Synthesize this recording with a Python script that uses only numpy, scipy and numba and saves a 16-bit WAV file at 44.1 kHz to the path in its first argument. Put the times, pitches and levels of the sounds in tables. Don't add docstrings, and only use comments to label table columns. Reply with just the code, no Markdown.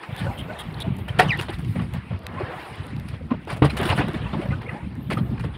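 import sys
import numpy as np
from scipy import signal
from scipy.fft import rfft, irfft, next_fast_len
from scipy.io import wavfile
from scipy.ndimage import uniform_filter1d
from numba import njit

SR = 44100
rng = np.random.default_rng(int(sys.argv[2]) if len(sys.argv) > 2 else 0)


def volts(x):
    e = np.asarray(x, float) / 20
    return 10 ** e


def log_audio(samples):
    frames = np.atleast_2d(samples).T
    limited = np.clip(frames, -1, 1)
    pcm = np.round(limited * 32767).astype(np.int16)
    wavfile.write(sys.argv[1], SR, pcm)


N = 245637
TIME = np.arange(N) / SR


def unit(x):
    return x / np.sqrt(np.mean(x ** 2))


def along(table):
    s, *columns = np.transpose(table)
    return [np.interp(TIME, s, c) for c in columns]


def walk(rate):
    hold = int(SR / rate)
    steps = np.repeat(rng.standard_normal(N // hold + 1), hold)
    return unit(uniform_filter1d(uniform_filter1d(steps, hold), hold)[:N])


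def filtered(x, order, hz, kind):
    return signal.sosfilt(signal.butter(order, hz, kind, fs=SR, output="sos"), x)


@njit
def svf(x, hz, damp):
    y, band, low = np.empty(len(x)), 0., 0.
    for i in range(len(x)):
        g = np.tan(np.pi * hz[i] / SR)
        v = (band + g * (x[i] - low)) / (1 + g * (g + damp))
        band, low, y[i] = 2 * v - band, low + 2 * g * v, damp * v
    return y


def svf3(x, hz, damp):
    return unit(svf(svf(svf(x, hz, damp), hz, damp), hz, damp))


def add(out, s, piece):
    i = int(s * SR)
    out[i:i + len(piece)] += piece[:N - i]


def blip(out, s, db, hz, length, glide, phase):
    half = int(1.5 * length * SR)
    t = np.arange(-half, half) / SR
    tone = np.cos(2 * np.pi * (hz * t * (1 + glide * t / length) + phase))
    add(out, max(s + t[0], 0), volts(db) * np.exp(-4 * (t / length) ** 2) * tone)


# pitch in Hz, density in dB per Hz.
WASH_COLOUR = [(250, -8), (300, 5.5), (407, -8), (600, -11), (1260, -15.5), (2000, -15), (2810, -18.5),
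               (3900, -28), (5000, -38.5), (6100, -52.5), (7400, -50.5), (9400, -40.5), (12500, -55),
               (16000, -52)]


def coloured(x, lo_hz, hi_hz):
    hz = np.maximum(np.fft.rfftfreq(N, 1 / SR), 1)
    points, db = np.transpose(WASH_COLOUR)
    tilt = volts(np.interp(np.log(hz), np.log(points), db))
    edges = 1 / np.sqrt((1 + (lo_hz / hz) ** 8) * (1 + (hz / hi_hz) ** 8))
    return unit(irfft(rfft(x) * tilt * edges, N))


def slices(x, flicker_db, rate):
    bands = ((430, 1000), (1000, 6000), (6000, 17000))
    return [coloured(x, lo, hi) * volts(flicker_db * walk(rate)) for lo, hi in bands]


@njit
def bubbles(start, hz, size, cycles, glide):
    out = np.zeros(N)
    for k in range(len(start)):
        steps = int(cycles * SR / hz[k])
        phase = 0.
        for i in range(min(steps, N - start[k])):
            share = i / steps
            phase += 2 * np.pi * hz[k] * (1 + glide * share) / SR
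            out[start[k] + i] += size[k] * share * np.exp(-6 * share) * np.sin(phase)
    return out


def froth(count, share, cycles, scatter_db):
    when, pitch, luck = rng.random((count, 3)).T
    hz = 350 * 17 ** pitch
    size = hz * volts(-scatter_db * np.log(luck))
    cloud = bubbles((when * N).astype(np.int64), hz, size, cycles, .06)
    top = filtered(rng.standard_normal(N), 4, 5600, "high")
    return np.sqrt(1 - share) * rng.standard_normal(N) + np.sqrt(share) * (.5 * unit(cloud) + top)


def patchy(x, patch_db, rate):
    size = next_fast_len(N + 4096)
    half_octaves = 2 * np.log2(np.maximum(np.fft.rfftfreq(size, 1 / SR), 1) / 300)
    spectrum, drops = rfft(x, size), np.maximum(walk(90) - 1, 0)
    out = np.zeros(N)
    for k in range(13):
        window = np.cos(np.pi / 2 * np.clip(half_octaves - k, -1, 1)) ** 2
        flutter = walk(rate) + drops * np.maximum(walk(18), 0)
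        out += irfft(spectrum * window, size)[:N] * volts(patch_db * flutter)
    return out


# centre in seconds, peak in dB, pitch in Hz.
PUFFS = [(.093, -24.5, 140), (.13, -18, 116), (.688, -20, 148), (.773, -21, 111), (1.107, -14.5, 108.4),
         (1.154, -18, 123), (1.266, -12.5, 160), (1.297, -11, 127), (1.413, -18, 118), (1.767, -15, 152),
         (2.437, -17, 101), (2.567, -29, 140), (2.804, -19.5, 105), (3.137, -19, 112), (3.532, -19, 140),
         (3.821, -14.5, 145), (3.858, -16, 218), (3.957, -15, 161), (4.045, -13, 175), (4.166, -14.5, 190),
         (4.209, -20, 118), (4.259, -16.5, 140), (4.458, -17.5, 172), (4.555, -17, 115), (4.694, -21, 99),
         (4.873, -18.5, 186), (5.067, -20, 112), (5.098, -14.5, 192), (5.142, -14, 227), (5.297, -13, 101)]
# start in seconds, length in seconds, peak in dB, pitch in Hz.
GUSTS = [(0.219, 0.077, -18, 131), (.907, 0.022, -14, 106), (1.188, .018, -14.5, 159),
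         (1.678, 0.02, -17, 113), (1.79, 0.031, -13, 156), (1.932, 0.052, -18.5, 129),
         (2.112, 0.039, -16.5, 143), (2.934, 0.064, -19, 140), (3.627, 0.035, -12, 190),
         (3.906, 0.015, -9.5, 170), (3.985, 0.015, -12.5, 140), (4.337, 0.063, -15, 185),
         (4.491, 0.034, -13, 117), (4.732, 0.032, -21, 202), (5.172, 0.031, -16.5, 226),
         (5.328, 0.015, -15, 149), (5.436, 0.034, -19, 156)]


def eddy_rows():
    shed_s, scatter_db, scatter_octaves = .0172, 0.5, 0.29
    rows = list(PUFFS)
    for (s, length, db, f_hz), chance in zip(GUSTS, rng.standard_normal((len(GUSTS), 6, 2))):
        for k, (size, pitch) in enumerate(chance):
            late_db = 40 * max(k * shed_s - length, 0) / shed_s
            eddy_hz = f_hz * 2 ** (scatter_octaves * pitch)
            rows.append((s + k * shed_s, db + scatter_db * size - late_db, eddy_hz))
    return rows


# time in seconds, rumble in dB.
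BREEZE = [(0, -57), (.14, -46), (.26, -34.5), (.65, -36.5), (1.1, -29.5), (1.55, -33.5), (1.84, -29),
          (2.06, -41), (2.32, -32.5), (2.62, -46), (3.04, -34.5), (3.27, -32), (3.41, -37.5), (3.8, -24.5),
          (4.64, -36.5), (4.95, -33.5), (5.34, -26.5), (5.57, -31)]


def wind():
    wake_s, wake_db = 0.055, -4
    eddies = rng.standard_normal(N) * volts(4.64 * walk(45))
    centre = np.clip(125 * 2 ** (0.13 * walk(21)), 40, 500)
    slow = unit(svf(rng.standard_normal(N), np.full(N, 64.), 0.45)) * volts(2.2 * walk(7.5))
    puffs, rows = np.zeros(N), eddy_rows()
    for (s, peak_db, f_hz), phase in zip(rows, rng.random(len(rows))):
        blip(puffs, s, min(peak_db, -11), f_hz, 1.25 / f_hz, 0, phase)
    puffs = signal.sosfiltfilt(signal.butter(2, 60, "high", fs=SR, output="sos"), puffs)
    span = int(wake_s * SR)
    wake = np.abs(uniform_filter1d(uniform_filter1d(puffs ** 2, span), span))
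    gain = np.sqrt(volts(along(BREEZE)[0]) ** 2 + volts(wake_db) ** 2 * wake)
    rumble = gain * (unit(svf(svf(eddies, centre, 1.76), centre, 1.72)) + volts(-7.0) * slow)
    rumble /= 1 + uniform_filter1d(np.abs(puffs), 400) / (gain * volts(5.5))
    return signal.sosfiltfilt(signal.butter(2, 340, fs=SR, output="sos"), rumble + puffs)


# crest in seconds, ebb in seconds per 10 dB, rustle in dB,
# slosh in dB above it, spray in dB above it.
SURGES = [(0, 0.63, -46.5, -0.5, -18), (.19, 0.19, -43.5, 0.5, -13.5), (.28, 0.22, -43.5, 4, -30),
          (0.539, 0.2, -40.5, 0, -22.5), (.8, 0.3, -44.5, 1, -20.5), (.99, -0.15, -45, 7.5, -8),
          (1.244, 0.2135, -37, 0.5, -19), (1.719, 0.3, -46, -15, -16), (1.98, 0.2, -47.5, -5.5, -25),
          (2.37, 0.5, -47, 3, -39), (2.44, 0.2741, -41.5, 5, -22.5), (2.6, 0.3, -43.5, -1.5, -19.5),
          (2.76, 0.25, -44.5, -9, -19), (2.9, 2, -54.5, -3, -14), (3.34, -0.02, -59.5, 29, -19),
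          (3.507, 0.04, -35, -1.5, -17), (3.802, 0.16, -38.5, 6, -18), (3.89, 0.2042, -38, 2.5, -13.5),
          (4.15, 0.39, -41, 0.5, -20.5), (4.42, 0.26, -47.5, 9.5, -18), (4.72, 0.13, -44, 1, -20),
          (5.2, 1, -53.5, 1, -15.5), (5.32, 0.1, -56.5, 15, -15), (5.38, -0.02, -44, -13, -25),
          (5.45, -0.07, -47, -7, -22), (5.57, 3, -70, -12, -30)]
# slosh, rustle and spray in dB.
LULL_DB = (-67, -55, -77)
# centre in seconds, peak in dB, pitch in Hz.
BUBBLES = [(.269, -30.5, 553), (.276, -33.5, 1490), (.311, -31, 790), (.504, -34, 1497), (.506, -32, 622),
           (.859, -33.5, 666), (1.094, -35, 3120), (1.394, -27, 2820), (1.503, -35.5, 814),
           (2.382, -30.5, 1055), (2.54, -34.5, 730), (3.318, -30.5, 1047), (3.704, -34, 4100),
           (3.706, -32.5, 2440), (3.776, -30.5, 2940), (3.833, -33, 2880), (3.996, -29, 1610),
           (4.021, -27, 2540), (4.146, -38.5, 3550), (4.273, -34.5, 976), (4.431, -34.5, 584),
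           (4.531, -34, 1250), (4.514, -35, 2050), (4.537, -32, 1480), (4.668, -38, 2180),
           (4.811, -41, 924)]
# centre
# in seconds, peak in dB, pitch in Hz.
POCKETS = [(.885, -28, 367), (1.395, -26, 350), (1.5, -28, 344), (2.416, -21, 367), (2.87, -33, 269),
           (3.215, -36, 515), (3.322, -14.5, 246.5), (3.803, -18.5, 393), (3.866, -17.5, 334),
           (4.012, -21, 800), (4.089, -26, 356), (4.145, -22.5, 320), (4.618, -33.5, 905),
           (4.397, -20.5, 335), (4.677, -29.5, 480), (5.123, -24.5, 634), (5.174, -26, 1240)]


def wash():
    rise_share = 0.47
    bubble_s, pocket_s, ring_fall = 0.025, 0.0076, 0.6
    power = np.outer(volts(np.array(LULL_DB)) ** 2, np.ones(N))
    for crest, ebb, db, slosh_db, spray_db in SURGES:
        away = np.maximum(TIME - crest, (crest - TIME) / rise_share) / max(ebb, .01)
        swell = volts(db - 10 * away ** 1.4)
        power += np.outer(volts(np.array([slosh_db, 0, spray_db])), swell) ** 2
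    water = froth(count=6000, share=.45, cycles=45., scatter_db=1.7)
    out = np.sum(np.sqrt(power) * slices(water, flicker_db=1.2, rate=40), axis=0)
    out = patchy(out, patch_db=2.3, rate=22) * volts(-1.5)
    pops = np.zeros(N)
    for table, ring_s in ((BUBBLES, bubble_s), (POCKETS, pocket_s)):
        for (s, peak_db, f_hz), phase in zip(table, rng.random(len(table))):
            blip(pops, s, peak_db, f_hz, ring_s * (1000 / f_hz) ** ring_fall, .02, phase)
    return out + pops * volts(2 * walk(200) + 2 * walk(700) - .5)


# time in seconds, peak in dB, body in dB above it,
# sizzle in dB above it.
LAPS = [(0.029, -31.5, -6, -15), (1.59, -34.5, 1.5, -8), (1.755, -30.5, 6.5, -30), (1.793, -27, 1, -41),
        (1.814, -36, 7, -16), (1.939, -30, 2.5, -14), (2.109, -37, 12, -34), (2.132, -33, 0, -42),
        (2.374, -42.5, 3, -35), (2.399, -28.5, 8.5, -31), (3.082, -30.5, -24, -14), (3.136, -33, 1, -23),
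        (3.3078, -24.5, 3.5, -55), (4.332, -27, 9, -32), (4.413, -30, -13, -20), (4.511, -28, 1, -31),
        (4.6134, -29, -32, -20), (5.3965, -28.5, -27, -17), (5.44, -30.5, 8.5, -14.5),
        (5.5428, -37, -1, -35)]
# time in seconds, peak in dB, body in dB above it,
# sizzle in dB above it.
SLAPS = [(1.08, -24, -2.5, -17.5), (1.188, -19.5, -14, -2), (1.192, -5.5, 1, -31), (1.225, -23, 8.5, -20),
         (1.39, -19, -5, -11.5), (1.412, -22, -24, -12), (1.484, -21, -6, -28), (1.5276, -25, -25, -15),
         (3.473, -31, 13, -15), (3.498, -24.5, 0, -19), (3.518, -28.5, -16, -11), (3.5633, -34.5, 10, -7),
         (3.622, -17, 10, -23), (3.644, -14.5, 3, -17), (3.697, -22, -24, -13.5), (3.769, -20.5, -18, -9),
         (3.7994, -22.5, 2, -45), (3.83, -24, 5, -5), (3.8531, -20.5, 6, -7), (3.89, -13, -3, -17.5),
         (3.909, -19.5, 4, -15), (3.977, -15.5, 0, -20), (4.005, -20, 17, -40), (4.08, -26, -3, -24),
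         (4.141, -27.5, -17, -19), (5.1021, -19, -3.5, -12.5), (5.113, -21.5, 3.5, -35),
         (5.172, -26, 6.5, -18)]


def laps_and_slaps():
    t60 = 0.14
    t = np.arange(int(t60 * SR)) / SR
    pressed = np.maximum(t - 0.08 * t60, 0)
    envelopes = np.zeros((3, N))
    for table, rise in ((LAPS, 0.0059), (SLAPS, 0.0024)):
        for s, db, body_db, sizzle_db in table:
            shape = np.minimum(t / rise, 1) * volts(db - 11.5 - 60 * pressed / t60)
            for row, gain_db in zip(envelopes, (min(body_db, 10), 0, sizzle_db)):
                add(row, s - 0.64 * rise, (shape * volts(gain_db)) ** 2)
    wet = froth(count=16000, share=.45, cycles=30., scatter_db=1.5) * volts(1.4 * walk(300))
    body, middle, sizzle = np.sqrt(envelopes) * slices(wet, flicker_db=0.5, rate=100)
    crackle = sizzle * volts(2.0 * walk(500))
    return patchy(body + middle + crackle, patch_db=2.6, rate=90) * volts(-1.5)


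# crest in seconds, length in seconds, level in dB.
MISTS = [(0.142, .08, -68), (0.363, 0.11, -63), (.72, 0.16, -70.5), (1.003, 0.065, -63), (1.61, 0.036, -68),
         (1.716, 0.045, -61), (1.943, 0.014, -60), (2.62, .1, -67), (4.47, 0.022, -66), (5.05, .08, -69),
         (5.25, 0.085, -70)]


def mist():
    drops = rng.standard_normal(N) * volts(1.5 * walk(400))
    drops = unit(filtered(drops, 3, [10500, 15500], "band"))
    return drops * sum(volts(db) * np.exp(-((TIME - s) / length) ** 2) for s, length, db in MISTS)


# time in seconds, peak in dB,
# middle in dB above it.
TICKS = [(.124, -50, -5), (.164, -34.5, 4), (.3865, -36, -8), (.592, -37, -8), (.636, -43, -10),
         (.705, -53, -10), (.727, -47, -21), (.752, -69, -21), (.8026, -28, 0), (.9667, -36, -10),
         (0.9847, -40, -8), (1.1927, -28, 0), (1.374, -35, -1), (1.4123, -26, 1), (1.43, -40, -5),
         (1.5246, -40, -4.5), (1.5474, -46, -5), (1.5853, -46, 10), (1.648, -45.5, 12), (1.785, -46, 0),
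         (1.819, -45, 5), (1.845, -52, 8), (1.937, -33.5, -1), (2.191, -44, -5), (2.2333, -49, -7),
         (2.2668, -26, 4), (2.756, -42, -5), (2.8665, -37, -13), (2.965, -44, 10), (2.998, -38, 3.5),
         (3.087, -41, 9), (3.4511, -49.5, 8), (3.5688, -42, 4), (3.7683, -29, 2), (3.814, -31, -5),
         (3.828, -36, -5), (3.865, -33, 5), (3.891, -36, -1), (3.945, -44, -10), (3.976, -42, 8),
         (4.0841, -38, 5), (4.134, -38, 4), (4.6214, -48, 3), (4.667, -60.5, 11), (4.686, -60, 8),
         (4.9531, -43, -2), (5.1387, -39, -3), (5.1647, -46, 2), (5.1851, -50, 3), (5.2769, -52, -5),
         (5.485, -65, 5)]


def ticks():
    t60 = 0.0093
    top, middle = np.zeros((2, N))
    step = np.arange(600)
    for (s, db, middle_db), grit in zip(TICKS, rng.standard_normal((len(TICKS), 600))):
        click = grit * volts(db - 60 * step / SR / t60) * np.minimum(step / 10, 1)
        add(top, s, click)
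        add(middle, s, click * volts(middle_db + 6.0))
    return filtered(top, 2, [8000, 13000], "band") + filtered(middle, 2, [1200, 3800], "band")


# start in seconds, length in seconds, level in dB,
# rasp in Hz, sizzle in dB above it.
SCUFFS = [(.17, 0.047, -40, 3520, -10), (0.37, 0.051, -36.5, 3080, -15.5),
          (0.582, 0.043, -37.5, 3340, -7.5), (0.8, 0.033, -32.5, 3600, -14), (0.74, 0.0088, -44, 4100, -15),
          (4.685, 0.019, -33.5, 1950, -40), (4.682, 0.021, -37, 2600, -34), (3.95, 0.043, -40.5, 3000, -5),
          (1.5, .012, -46, 3000, -2), (4.665, 0.011, -40, 2200, -30), (5.535, .034, -47.5, 3300, -28)]


def scuffs():
    out = np.zeros(N)
    sizzle = coloured(rng.standard_normal(N), 8300, 13000)
    judder = volts(1.3 * walk(350))
    for s, length, db, rasp_hz, sizzle_db in SCUFFS:
        grit = rng.standard_normal(int(length * SR))
        rasp = svf3(grit, np.full(len(grit), 1. 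* rasp_hz), .26)
        here = slice(int(s * SR), int(s * SR) + len(grit))
        drag = volts(db) * np.hanning(len(grit)) ** 0.47 * judder[here]
        out[here] += drag * (rasp + volts(sizzle_db) * sizzle[here])
    return out


# time in seconds, pitch in Hz,
# level in dB.
WHISTLES = [
    [(.3, 12000, -76), (.36, 13500, -67), (.5, 13700, -67), (.54, 13500, -80)],
    [(4.99, 12200, -74), (5.05, 13700, -67), (5.28, 13600, -67), (5.34, 12300, -76)],
]


def whistles():
    out = np.zeros(N)
    for table in WHISTLES:
        hz, db = along(table)
        inside = (TIME > table[0][0]) * (TIME < table[-1][0])
        out += inside * volts(db + 3 * walk(40) - 3) * unit(svf(rng.standard_normal(N), hz, .05))
    return out


def knocks(modes, blows, push_s):
    out = np.zeros(N)
    t = np.arange(int(.3 * SR)) / SR
    push = np.hanning(int(push_s * SR) + 3)
    for (s, db), chances in zip(blows, rng.standard_normal((len(blows), len(modes)))):
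        ring = np.zeros(len(t))
        for (hz, mode_db, t60), chance in zip(modes, chances):
            decay = volts(mode_db + 2.0 * chance - 60 * t / min(t60, .09))
            ring += decay * np.sin(2 * np.pi * hz * (1 + 0.0079 * chance) * t)
        add(out, s, volts(db) * np.convolve(ring, push / push.sum()))
    return out


# pitch in Hz, level in dB, t60 in seconds.
RIM = [(350, -18, 0.53), (744, 0.5, 0.058), (1130, -33, 0.15), (1550, -33, 0.063), (1820, -5, 0.051),
       (1893, -18, 0.13), (3300, -19, 0.4), (4830, -25, 0.11)]
# time in seconds, level in dB.
RIM_BLOWS = [
    (1.192, -45),
    (1.1965, -2.5),
    (1.206, -13),
]


def rim():
    return knocks(RIM, RIM_BLOWS, push_s=0.00025)


# time in seconds, pitch in Hz, level in dB.
SQUEAK = [(1.287, 3050, -27), (1.294, 2904, -26), (1.303, 2612, -29.5), (1.308, 2474, -16),
          (1.314, 2330, -22), (1.319, 2080, -20.5), (1.333, 1805, -21), (1.346, 2020, -28),
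          (1.364, 1700, -34)]


def squeak():
    hz, db = along(SQUEAK)
    phase = 2 * np.pi * np.cumsum(hz * (1 + 0.034 * walk(900))) / SR
    rub = 0.3 * svf3(rng.standard_normal(N), hz, .2)
    inside = uniform_filter1d(1. * (TIME > SQUEAK[0][0]) * (TIME < SQUEAK[-1][0]), 200)
    octave = volts(-19 + 4 * walk(300)) * np.clip(1900 / hz, 0, 1) * np.sin(2 * phase)
    upper = volts(-43) * (np.sin(3 * phase) + np.sin(4 * phase) + np.sin(5 * phase))
    return inside * volts(db + 2.5 + 2.5 * walk(300)) * (np.sin(phase) + octave + upper + rub)


# pitch in Hz, level in dB, t60 in seconds.
HOLD = [(140, 2, .12), (288, -2.5, .1), (422, -5, 0.1), (590, -41, .07)]
# time in seconds, level in dB.
HOLD_BLOWS = [
    (3.62, -8),
    (3.643, -11.5),
    (3.656, -14.5),
    (3.995, -13.5),
]


def hold():
    return knocks(HOLD, HOLD_BLOWS, push_s=0.0011)


def scene():
    air = wind() + whistles()
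    water = wash() + mist()
    fish = laps_and_slaps() + rim() + squeak() + hold()
    return (air + water + fish + ticks() + scuffs())[None]


def roll_off(x):
    return signal.sosfilt(signal.butter(12, 16440, fs=SR, output="sos"), x)


def record(dry):
    x = filtered(dry, 3, 58, "high")
    x = np.tanh(1.1 * x) / 1.1
    x = signal.sosfilt(signal.ellip(10, .2, 90, 15700, fs=SR, output="sos"), x)
    return roll_off(x)


dry = scene()
out = record(dry)
log_audio(out)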